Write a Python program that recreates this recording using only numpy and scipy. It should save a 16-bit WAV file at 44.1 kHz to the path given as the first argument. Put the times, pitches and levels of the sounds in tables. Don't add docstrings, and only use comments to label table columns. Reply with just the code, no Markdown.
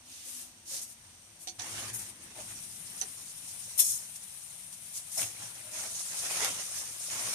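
import sys
import numpy as np
from scipy import signal
from scipy.fft import rfft, irfft, next_fast_len
from scipy.io import wavfile
from scipy.ndimage import uniform_filter1d, map_coordinates

SR = 44100
rng = np.random.default_rng(int(sys.argv[2]) if len(sys.argv) > 2 else 0)


def store_wav(level_fs):
    pcm = np.round(np.clip(np.atleast_2d(level_fs), -1, 1) * 32767)
    wavfile.write(sys.argv[1], SR, pcm.T.astype(np.int16))


N = 323694

# (time [s], level [dB])
STREAM_FLOW = [(0, -74), (1.05, -66), (2.3, -60.5), (2.42, -48.5), (3.3, -48.5), (3.75, -48), (4.7, -50.5),
               (5.15, -48.5), (5.705, -49.5), (5.74, -45), (6.2, -44.5), (6.95, -47), (7.33, -41)]
# (start [s], length [s], level [dB])
WATER_RUSHES = [(1.614, 0.29, -48), (1.96, 0.14, -48.5), (2.203, 0.035, -47), (2.38, 0.19, -58),
                (3.58, 0.16, -55.5), (5.36, 0.11, -52), (5.725, 0.05, -57), (5.966, 0.05, -54),
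                (6.118, 0.39, -45), (6.713, 0.05, -43), (7.1, 0.19, -52)]
# (frequency [Hz], level [dB])
SPRAY_TONE = [(150, -54), (400, -15), (700, -10), (1300, -8.5), (2500, -1.5), (4000, -3.5), (6000, -24),
              (7500, -5), (9000, 4), (11500, -2), (14000, -2)]
SPLASH_TONE = [(150, -43), (450, -11.5), (750, -6.5), (1400, -3.5), (2600, -11), (4000, -3), (5500, 2),
               (7000, 2), (9000, -2), (14000, -10.5)]
DRUM_TONE = [(60, -24), (125, -3.5), (160, 3.5), (195, 0.5), (260, -26.5), (600, -36)]
def water(rise_s=0.058, fade_s=0.056, drum_full_flow_db=-53.5):
    stream_db, = curves(STREAM_FLOW)
    rushes = [(s, rise_s, length - rise_s, fade_s, db) for s, length, db in WATER_RUSHES]
    flow_db = swells(rushes, stream_db)
    fine = grains(rate=1200, spread_db=-0.5, life=0.0012, share=0.16)
    coarse = grains(rate=160, spread_db=2.5, life=0.007, share=0.29)
    heavy_db = np.clip(2.5 * (flow_db + 46), -8, 0)
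    spray_flutter_db, splash_flutter_db = 1.1 * wobble(45), 1.1 * wobble(45)
    spray = amp(flow_db + spray_flutter_db - 2.5) * spread(shifting(fine, patchy_db=1.5), SPRAY_TONE)
    drum = amp(np.minimum(stream_db, drum_full_flow_db) - 14) * spread(noise(), DRUM_TONE)
    splash = amp(splash_flutter_db - 2) * spread(shifting(coarse, patchy_db=2.5), SPLASH_TONE)
    splash += amp(-17) * drops()
    return spray + drum + amp(flow_db + heavy_db) * splash


def drops(per_second=130, middle_hz=1700, octaves_each_way=1.568, fade_cycles=5):
    count = int(per_second * N / SR)
    when, pitch, size, place = rng.random((count, 4)).T[:, :, None]
    t = np.arange(SR // 80) / SR
    cycles = middle_hz * 2 ** (octaves_each_way * (2 * pitch - 1)) * t
    plips = amp(20 * size - 20 * cycles / fade_cycles) * np.sin(2 * np.pi * cycles)
    at = ((when * N).astype(int) + np.arange(len(t))).ravel()
    return unit(np.array([np.bincount(at, (plips * side).ravel(), N)[:N] for side in (place, 1 - place)]))


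# (start [s], rise [s], hold [s], fade [s], crumple [dB], billow [dB])
HAULS = [(.1, 0.18, 0.19, .15, -78, -76), (0.674, 0.047, 0.083, 0.12, -59, -73),
         (1.04, .01, 0.026, .25, -63, -66.5), (1.583, 0.011, 0.18, 0.25, -47, -58),
         (1.685, 0.085, 0.062, 0.41, -45.5, -51.5), (2.167, .05, 0.16, .1, -59, -65),
         (2.328, 0.06, 0.022, 0.1, -51, -56), (2.457, .03, .02, 0.17, -53.5, -61),
         (2.723, 0.23, 0.11, 0.29, -58, -74), (3.347, 0.09, 0.51, .2, -82, -66),
         (5.167, 0.015, 0.032, 0.19, -45.5, -58), (5.325, 0.08, 0.02, 0.26, -50, -62),
         (5.52, .05, 0.19, .1, -56.5, -67), (5.727, 0.038, 0.1, 0.07, -47.5, -62.5),
         (6.096, 0.022, 0.016, 0.28, -48.5, -94), (6.203, 0.043, 0.04, 0.11, -43.5, -73),
         (6.286, 0.023, 0.073, .1, -41.5, -76), (6.333, 0.092, 0.015, 0.19, -35.5, -59),
         (6.53, 0.033, 0.028, 0.17, -46, -73), (6.692, 0.08, 0.0071, 0.4, -49, -63),
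         (7.078, 0.051, 0.18, 0.24, -43, -62)]
# (frequency [Hz], level [dB])
CRUMPLE_TONE = [(30, -40), (80, -12), (200, -7), (420, -4), (750, 0), (1300, -0.5), (2100, 1), (3200, -3.5),
                (4500, -7), (7000, -7), (14000, -18.5)]
def crumple():
    pulls = [(s, rise, hold, fade, db) for s, rise, hold, fade, db, _ in HAULS]
    folds = grains(rate=350, spread_db=2, life=0.0005, share=0.17)
    level_db = swells(pulls, rest_db=-70) + 0.99 * wobble(60) + 0.5
    return amp(level_db) * spread(shifting(folds, patchy_db=2.5), CRUMPLE_TONE)


# (start [s], rise [s], hold [s], fade [s], level [dB], low edge of the hiss [Hz])
LOOSE_SWISHES = [(.03, 0.091, 0.29, .14, -53, 2070), (.23, 0.051, 0.14, 0.083, -48, 7600),
                 (.645, 0.1, 0.03, 0.082, -41.5, 3930), (.81, 0.0085, 0.014, 0.046, -43.5, 5750),
                 (.85, 0.034, 0.042, 0.033, -54, 7100), (1.39, 0.028, 0.025, 0.056, -51.5, 8000),
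                 (1.985, 0.0049, 0.011, 0.053, -45.5, 6000), (2.972, 0.0082, 0.03, 0.05, -49.5, 5500),
                 (3.46, 0.025, 0.032, 0.024, -50, 4740), (4.145, 0.013, 0.0082, 0.019, -47.5, 5800),
                 (4.72, 0.011, 0.019, 0.028, -53.5, 4800), (4.925, 0.038, 0.014, 0.05, -42.5, 5600),
                 (5.1, 0.032, 0.098, 0.017, -43, 6550), (6.75, 0.024, 0.03, 0.046, -46, 4896)]
TAUT_RASPS = [(1.928, 0.015, 0.013, 0.093, -37, 7750), (3.7772, 0.001, 0.016, 0.02, -24, 11100),
              (3.783, 0.0065, 0.022, 0.034, -31.5, 2900), (3.7912, 0.00074, 0.011, 0.022, -17, 13000),
              (3.792, 0.0053, 0.009, 0.068, -25, 6000), (3.83, 0.023, 0.069, 0.11, -32, 5760),
              (5.168, 0.0097, 0.042, 0.097, -34.5, 4500)]
# (pitch [Hz], width [Hz], level over the plain rasp [dB])
BAR_NOTES = [(2080, 25, 5), (2560, 30, 2), (3090, 30, 6), (3480, 45, 10), (4080, 35, 9), (5200, 70, 5),
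             (5580, 100, 5), (6530, 180, 5.5), (7130, 140, 1), (8090, 120, 2.5), (9100, 79, 3),
             (9700, 190, 4), (11330, 160, -3), (13900, 600, 0)]
def sliding():
    soft = rubs(LOOSE_SWISHES, rate=4600, share=0.34, steep=4.7, body_db=-16.5, top_hz=5100, uneven_db=7)
    taut = rubs(TAUT_RASPS, rate=900, share=0.3, steep=4.6, body_db=-24, top_hz=14130, uneven_db=3)
    rung = amp(-4.5) * filtered(taut, lambda f: 1 + sum(resonances([note], f) for note in BAR_NOTES))
    return reflected(soft, depth_db=-12.5) + scatter(reflected(rung, depth_db=-11), t60=0.11, wet_db=-9)


def rubs(table, rate, share, steep, body_db, top_hz, uneven_db):
    out = np.zeros((2, N))
    for s, rise, hold, fade, db, edge_hz in table:
        speed = stroke(rise, hold, fade)
        slips = grains(rate, spread_db=uneven_db, life=0.001, share=share, n=len(speed))
        shelf = lambda hz: 1 - (1 - amp(body_db)) / (1 + (hz / edge_hz) ** steep)
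        colour = lambda hz: shelf(hz) * hz ** 2 / (hz ** 2 + 480 ** 2) / np.hypot(1, hz / top_hz)
        add(out, s, amp(db) * speed * unit(filtered(slips, colour)))
    return out


# (time [s], level [dB], pitch [Hz], width [Hz])
CLOTH_SNAPS = [(1.78, -35, 1500, 570), (3.7935, -20, 12500, 1200), (3.8032, -18, 9700, 570),
               (3.912, -40, 7000, 570), (5.177, -41, 700, 400), (5.195, -35, 1920, 570),
               (5.218, -27.5, 2200, 570), (5.23, -29.5, 2300, 570), (5.993, -35, 4900, 1200),
               (6.121, -40, 1200, 895), (6.233, -37, 800, 500), (6.257, -35, 1100, 900),
               (6.3105, -29, 1000, 700), (6.357, -34, 2000, 1500), (6.406, -29, 1200, 700),
               (6.417, -34, 1400, 900), (6.427, -27, 1300, 700), (6.447, -22, 1500, 2200),
               (6.4484, -26, 700, 500), (6.457, -27, 1100, 900), (6.464, -30, 2150, 500),
               (6.472, -34, 2300, 600), (7.102, -37, 2440, 1500)]
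def snaps():
    out = np.zeros((2, N))
    for s, db, hz, width_hz in CLOTH_SNAPS:
        add(out, s, crack(db, hz, width_hz, t60=0.0089))
    return scatter(out, t60=0.13, wet_db=-2.5)


# (time [s], crack [dB], crack pitch [Hz], crack width [Hz],
# chatter [dB], ring [dB], ring brightness [dB per octave])
FRAME_KNOCKS = [(1.4725, -38.5, 3400, 700, -45, -44, 0.5), (1.476, -35.5, 4100, 1200, -48, -58, 7),
                (1.484, -39, 3900, 1500, -48, -52, 6), (1.497, -44, 6200, 900, -56, -54, 5),
                (1.593, -41, 3000, 1700, -47, -54, -1), (1.596, -36, 3300, 1200, -47, -57, 0),
                (1.607, -38, 2820, 900, -52, -60, 6), (1.62, -36, 5800, 400, -59, -60, 4),
                (3.013, -32.5, 6140, 600, -49, -59, 6), (3.015, -33.5, 3500, 2500, -53, -61, -2),
                (3.02, -37.5, 1000, 700, -62, -72, -3), (3.027, -41, 1300, 1200, -47, -62, 7),
                (3.034, -45, 900, 900, -57.5, -66, 1)]
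# (pitch [Hz], width [Hz], level [dB])
FRAME_NOTES = [(750, 40, 8), (2150, 270, -4), (3600, 990, -2.5), (4470, 190, 1), (5830, 150, 7),
               (6300, 450, -9)]
# (pitch [Hz], level [dB], time to fade by 60 dB [s])
POLE_NOTES = [(337, -13, 0.34), (735, -2.5, 0.11), (1195, -25, 0.05), (2010, -17, .06), (2295, -11, .09),
              (3537, -14, .12), (4100, -11, .07), (4405, 1, .065), (4560, -5, .05), (5825, -6, .06),
              (6272, -13, .06), (6800, -16, .05)]
def knocks():
    out, t = np.zeros((2, N)), np.arange(SR // 4) / SR
    for s, crack_db, crack_hz, width_hz, chatter_db, ring_db, tilt in FRAME_KNOCKS:
        rattle = amp(-60 * t / 0.044) * noise(len(t))
        chatter = filtered(rattle, lambda f: resonances(FRAME_NOTES, f))
        ring = 0
        for hz, db, t60 in POLE_NOTES:
            note_db = db + rng.normal(0, 1.5) + tilt * np.log2(hz / 2500)
            note_hz = hz * rng.normal(1, 0.0034)
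            ring += amp(note_db - 60 * t / t60) * np.sin(2 * np.pi * note_hz * t)
        add(out, s, amp(chatter_db + 9.5) * chatter + amp(ring_db) * ring)
        add(out, s, crack(crack_db, crack_hz, width_hz, t60=0.013))
    return scatter(out, t60=0.097, wet_db=-0.5)


# (frequency [Hz], level [dB])
BILLOW_TONE = [(30, -46), (60, -9), (90, -4), (112, 6), (135, -8.5), (200, -7.5), (330, -13), (600, -34),
               (1500, -70)]
# (start [s], rise [s], hold [s], fade [s], level [dB], note [Hz])
SHEET_FLAPS = [(0.251, .02, .03, .05, -65.5, 520), (0.381, 0.042, 0.049, .08, -68, 720),
               (0.698, .02, 0.037, .07, -59.5, 520), (0.751, .02, .05, .07, -69, 780),
               (2.339, 0.039, 0.032, 0.049, -53, 616), (3.775, 0.0045, 0.025, 0.15, -60, 620),
               (3.015, .006, 0.018, .05, -59, 420), (5.167, 0.0054, 0.023, 0.03, -49, 685),
               (5.206, .01, 0.035, 0.023, -51.5, 630), (5.41, .01, 0.018, .03, -58, 800),
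               (6.229, .003, 0.03, 0.02, -52, 680), (6.304, 0.005, 0.025, 0.06, -49, 680),
               (6.412, 0.039, .015, 0.099, -56, 620)]
# (frequency [times its note], level [dB])
FLAP_TONE = [(.25, -17), (.53, -7.5), (.77, -5), (1, 9.5), (1.25, -1), (1.9, -10), (4, -40)]
def sheet(lag_s=0.0099, swing_fade_s=0.46):
    swings = [(s + lag_s, rise, hold, swing_fade_s, db) for s, rise, hold, _, _, db in HAULS]
    out = amp(swells(swings, rest_db=-75)) * spread(noise(), BILLOW_TONE)
    for s, rise, hold, fade, db, note_hz in SHEET_FLAPS:
        push = stroke(rise, hold, fade)
        tone = [(multiple * note_hz, level) for multiple, level in FLAP_TONE]
        add(out, s, amp(db) * push * spread(noise(len(push)), tone))
    return out


# (start [s], rise [s], hold [s], fade [s], level [dB])
SHEET_BOOMS = [(1.557, 0.03, .1, .1, -60), (1.716, 0.025, 0.049, 0.045, -54.5),
               (1.894, 0.036, 0.045, 0.097, -51), (5.205, .03, 0.022, .08, -51),
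               (7.22, .03, .02, .06, -55.5)]
def booms(pitch_hz=111, waver_hz=6):
    level = np.zeros((1, N))
    for s, rise, hold, fade, db in SHEET_BOOMS:
        add(level, s, amp(db) * stroke(rise, hold, fade)[None])
    hum = np.sin(2 * np.pi * np.cumsum(pitch_hz + waver_hz * wobble(40)) / SR)
    return level * unit(hum * amp(1.4 * wobble(29.95)))


# (loudest at [s], half length [s], pitch [Hz], glide [Hz per s], width [Hz], level [dB])
FAR_DRONES = [(0.402, 0.59, 245, -19, 14, -67.5), (.45, 0.59, 330.4, -1, 70, -73),
              (1.953, 0.58, 343.4, 0, 18, -68), (2.497, 1, 212.9, 0, 270, -66),
              (5.78, 0.17, 640, 200.5, 58, -59.5)]
# (pitch [Hz], width [Hz], level [dB])
SHIMMER_NOTES = [(5880, 160, -6), (8600, 300, -6)]
# (frequency [Hz], level [dB])
AIR_TONE = [(20, -42), (33, -31), (46, 0.5), (62, -9), (90, 3), (130, -5.5), (220, -7), (380, -16.5),
            (700, -10), (1300, -14), (3000, -13), (4800, -16), (6000, -20.5), (14000, -24.5)]
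def outdoors():
    t, drones = np.arange(N) / SR, 0
    for s, half_s, hz, glide, width_hz, db in FAR_DRONES:
        waver = filtered(noise(), lambda f: 1 / (1 + (2 * f / width_hz) ** 2))
        phase = 2 * np.pi * np.cumsum(hz + glide * (t - s)) / SR
        swell = amp(db) * np.exp(-((t - s) / half_s) ** 4)
        drones += swell * unit(waver[0] * np.cos(phase) + waver[1] * np.sin(phase))
    shimmer = unit(filtered(noise(), lambda f: resonances(SHIMMER_NOTES, f)))
    return drones + amp(-68.5) * shimmer + amp(-61.5) * spread(noise(), AIR_TONE)


# (left delay [s], right delay [s], level [dB])
CLOSE_ECHOES = [(.00088, .00074, -15), (.0019, .00165, -6), (.0047, 0.004, 3), (.0069, .0058, -5.5),
                (.0083, 0.013, -10.5), (0.0117, 0.014, -18), (0.0194, .0191, -4)]
def reflected(x, depth_db):
    paths = np.zeros((2, SR // 40))
    paths[:, 0] = 1
    for left, right, db in CLOSE_ECHOES:
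        paths[[0, 1], [round(left * SR), round(right * SR)]] += amp(db + depth_db)
    return signal.oaconvolve(x, paths / np.linalg.norm(paths[0]), axes=1)[:, :N]


def scatter(x, t60, wet_db):
    t = np.arange(SR // 4) / SR
    tail = noise(len(t)) * amp(-60 * t / t60)
    echoes = signal.fftconvolve(x, tail / np.linalg.norm(tail[0]), axes=1)[:, :x.shape[-1]]
    return x + amp(wet_db) * echoes


# (frequency [Hz], likeness [0 to 1])
STEREO_LIKENESS = [(100, 0.99), (350, 0.88), (700, 0.86), (1200, 0.48), (1800, 0.074), (2800, 0.17),
                   (5000, 0.01)]
def spread(pair, tone):
    turn = lambda hz: np.arccos(np.clip(along(STEREO_LIKENESS, hz), -1, 1)) / 2
    mid, side = filtered(pair, lambda hz: amp(along(tone, hz)) * [np.cos(turn(hz)), np.sin(turn(hz))])
    return unit(np.array([mid + side, mid - side]))


def grains(rate, spread_db, life, share, n=N):
    hits = (rng.random(n) < rate / SR) * amp(spread_db * np.clip(rng.standard_normal(n), -2, 2)) ** 2
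    power = signal.lfilter([1], [1, -np.exp(-1 / (life * SR))], hits)
    return np.sqrt(share * power / (power.mean() + 1e-12) + 1 - share) * noise(n)


def shifting(pair, patchy_db):
    slices = signal.stft(pair, nperseg=512)[2]
    patches = uniform_filter1d(rng.standard_normal(slices.shape[1:]), size=3, axis=0)
    patches = uniform_filter1d(patches, size=8, axis=1)
    return signal.istft(slices * amp(patchy_db * unit(patches)), nperseg=512)[1][:, :N]


def crack(db, hz, width_hz, t60):
    t = np.arange(SR // 20) / SR
    burst = filtered(noise(len(t)), lambda f: resonances([(hz, width_hz, 0)], f))
    return amp(db - 60 * t / t60) * unit(burst)


def stroke(rise, hold, fade):
    t = np.arange(3 * SR // 4) / SR
    return np.minimum(t / rise, 1) * amp(-20 * np.maximum(t - rise - hold, 0) / fade)


def swells(strokes, rest_db):
    power = np.zeros((1, N))
    for s, rise, hold, fade, db in strokes:
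        add(power, s, (amp(db) * stroke(rise, hold, fade)[None]) ** 2)
    return 10 * np.log10(power[0] + amp(rest_db) ** 2)


def resonances(notes, f):
    return sum((-1) ** k * amp(db) * 1j * f * width / (hz * hz - f * f + 1j * f * width)
               for k, (hz, width, db) in enumerate(notes))


def filtered(x, response):
    n = x.shape[-1]
    padded = next_fast_len(n + SR // 10)
    return irfft(rfft(x, padded) * response(np.fft.rfftfreq(padded, 1 / SR)), padded)[..., :n]


def noise(n=N):
    return rng.standard_normal((2, n))


def wobble(rate):
    return map_coordinates(rng.standard_normal(int(N * rate / SR) + 4), [np.arange(N) * rate / SR])


def along(points, hz):
    f, v = np.transpose(points)
    return np.interp(np.log(hz + 1), np.log(f + 1), v)


def curves(rows):
    s, *cols = np.transpose(rows)
    return [np.interp(np.arange(N) / SR, s, c) for c in cols]


def add(track, s, sound):
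    part = track[:, max(0, round(s * SR)):][:, :sound.shape[-1]]
    part += sound[:, :part.shape[-1]]


def amp(db):
    return 10 ** (np.asarray(db) / 20)


def unit(x):
    return x / np.sqrt(np.mean(x ** 2) + 1e-20)


def scene():
    return water() + crumple() + sliding() + snaps() + knocks() + sheet() + booms() + outdoors()


# (frequency [Hz], level [dB])
LEFT_PORT_TONE = [(1500, -1), (4000, 1.5), (4800, -3), (7200, 3), (8000, 9), (8800, 13), (9600, 13.5),
                  (10300, 10), (12000, 6), (14000, 2)]
RIGHT_PORT_TONE = [(1500, -1), (4000, 4), (5000, 7), (6000, 10.5), (6800, 11), (8100, 3.5), (8900, -9),
                   (10200, -10), (12000, -5), (14000, -7.5)]
def record(dry):
    lag_s, top_hz = 0.00013, 14300
    lag = lambda hz: np.exp(-1j * np.pi * hz * lag_s * np.array([[1], [-1]]))
    colour = lambda hz: amp([along(LEFT_PORT_TONE, hz), along(RIGHT_PORT_TONE, hz)])
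    ported = filtered(dry, lambda hz: colour(hz) * lag(hz))
    return filtered(ported, lambda hz: np.clip((top_hz - hz) / 200 + .5, 0, 1))


dry = scene()
out = record(dry)
store_wav(out)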